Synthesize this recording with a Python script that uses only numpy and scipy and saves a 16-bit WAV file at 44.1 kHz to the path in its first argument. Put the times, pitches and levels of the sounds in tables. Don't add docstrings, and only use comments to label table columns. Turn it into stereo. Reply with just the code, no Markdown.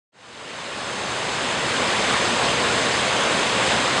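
import sys
import numpy as np
from scipy import signal
from scipy.fft import rfft, irfft
from scipy.io import wavfile

SR = 44100
rng = np.random.default_rng(int(sys.argv[2]) if len(sys.argv) > 2 else 0)


def store_wav(level_fs):
    pcm = np.round(np.clip(np.atleast_2d(level_fs), -1, 1) * 32767)
    wavfile.write(sys.argv[1], SR, pcm.T.astype(np.int16))


N = 176400

# f/Hz, relative level/dB
WASH_EQ = [(20, -26), (52, -19.5), (76, -6.5), (95, -10.5), (126, -0.2), (162, -6.5), (196, -1),
           (320, -2.5), (420, -1.5), (505, 1.5), (700, -1.5), (1120, -1), (1280, -4), (1700, -3.5),
           (2100, -5), (3700, -7), (4500, -11.5), (6300, -13), (7000, -14), (7800, -14.5), (9000, -21),
           (10300, -29)]
# f/Hz, relative level/dB
SPLASH_EQ = [(250, -14.5), (500, -0.5), (1100, 3), (2000, 1), (3600, -3), (5000, -7), (7700, -11.5),
             (10300, -20)]
# f/Hz, width/Hz, level/dB
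TREBLE_NOTCHES = [(5714, 274, -13), (6905, 110, -11)]
# t/s, half length/s, level/dB
FLOW_SWELLS = [(1.59, 0.074, -1.1), (2.13, 0.036, 0.8), (3.714, 0.055, 1.2)]

WASH_DB, BUBBLES_DB, SPLASHES_DB = -21, -30, -38.5
GUSH_DB, GUSH_S, GUSH_WIDTH_HZ = 0.82, 0.059, 440
BUBBLES_PER_S, BUBBLE_LOW_HZ, BUBBLE_HIGH_HZ = 2400, 420, 9020
BUBBLE_CYCLES, BUBBLE_RISE = 9.4, 0.026
DRIFT_DB, DRIFT_SLOW_HZ, DRIFT_FAST_HZ = 0.14, 2.5, 18
FADE_START_S, FADE_LENGTH_S, HIGH_CUT_HZ = 0.12, 1.92, 10370


def amp(db):
    return 10 ** (np.asarray(db) / 20)


def unit(x):
    return x / np.sqrt(np.mean(x ** 2) + 1e-20)


def equalise(x, curve):
    hz, db = np.transpose(curve)
    bins = np.fft.rfftfreq(N, 1 / SR)
    curve_db = np.interp(np.log(bins + 1), np.log(hz), db)
    return irfft(rfft(x) * amp(curve_db), N)


def triggers(per_s, spread_db=3):
    size = np.minimum(rng.exponential(1, N), 5)
    polarity = rng.choice([-1, 1], N)
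    hits = rng.random(N) < per_s / SR
    return amp(spread_db * size) * polarity * hits


def white_water(frame=512):
    hz, t, spectrum = signal.stft(rng.standard_normal(N), SR, nperseg=frame)
    across_hz = np.fft.fftfreq(len(hz), hz[1])[:, None]
    along_time = np.fft.fftfreq(len(t), t[1])
    blur = np.exp(-2 * ((across_hz * GUSH_WIDTH_HZ) ** 2 + (along_time * GUSH_S) ** 2))
    specks = rng.standard_normal(spectrum.shape)
    gushes = unit(np.fft.ifft2(np.fft.fft2(specks) * blur).real)
    churn = signal.istft(spectrum * amp(GUSH_DB * gushes), SR, nperseg=frame)[1][:N]
    return amp(WASH_DB) * unit(equalise(churn, WASH_EQ))


def bubbles(sizes=36, ring_samples=3000):
    t = np.arange(ring_samples) / SR
    pitches = np.geomspace(BUBBLE_LOW_HZ, BUBBLE_HIGH_HZ, sizes) * rng.uniform(0.96, 1.03, sizes)
    shares = np.sqrt(pitches) / np.sqrt(pitches).sum()
    babble = np.zeros(N)
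    for hz, share in zip(pitches, shares):
        age = hz * t / BUBBLE_CYCLES
        ping = np.exp(-age) * np.sin(2 * np.pi * hz * t * (1 + BUBBLE_RISE * age / 2))
        pings = signal.oaconvolve(triggers(BUBBLES_PER_S * share), ping)[:N]
        babble += np.sqrt(hz) * unit(pings)
    return amp(BUBBLES_DB) * unit(equalise(babble, SPLASH_EQ))


def splashes(per_s=400, puff_samples=130):
    decay = np.linspace(1, 0, puff_samples)
    power = signal.oaconvolve(triggers(per_s) ** 2, decay ** 2)[:N]
    spray = np.sqrt(abs(power)) * rng.standard_normal(N)
    return amp(SPLASHES_DB) * unit(equalise(spray, SPLASH_EQ))


def surge(count=30):
    t = np.arange(N) / SR
    rates = np.geomspace(DRIFT_SLOW_HZ, DRIFT_FAST_HZ, count)
    drift = unit(sum(np.sin(2 * np.pi * (hz * t + rng.random())) for hz in rates))
    swells_db = sum(db * np.exp(-((t - at) / half) ** 2) for at, half, db in FLOW_SWELLS)
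    return amp(DRIFT_DB * drift + swells_db)


def scene():
    stream = (white_water() + bubbles() + splashes()) * surge()
    return np.array([stream, stream])


def record(dry):
    bins = np.fft.rfftfreq(N, 1 / SR)
    notches_db = sum(db / (1 + (2 * (bins - hz) / width) ** 2) for hz, width, db in TREBLE_NOTCHES)
    notched = irfft(rfft(dry) * amp(notches_db), N)
    fade = np.clip((np.arange(N) / SR - FADE_START_S) / FADE_LENGTH_S, 0, 1)
    high_cut = signal.firwin(1501, HIGH_CUT_HZ, window=("kaiser", 9), fs=SR)
    return signal.oaconvolve(notched * fade, high_cut[None], "same")


dry = scene()
out = record(dry)
store_wav(out)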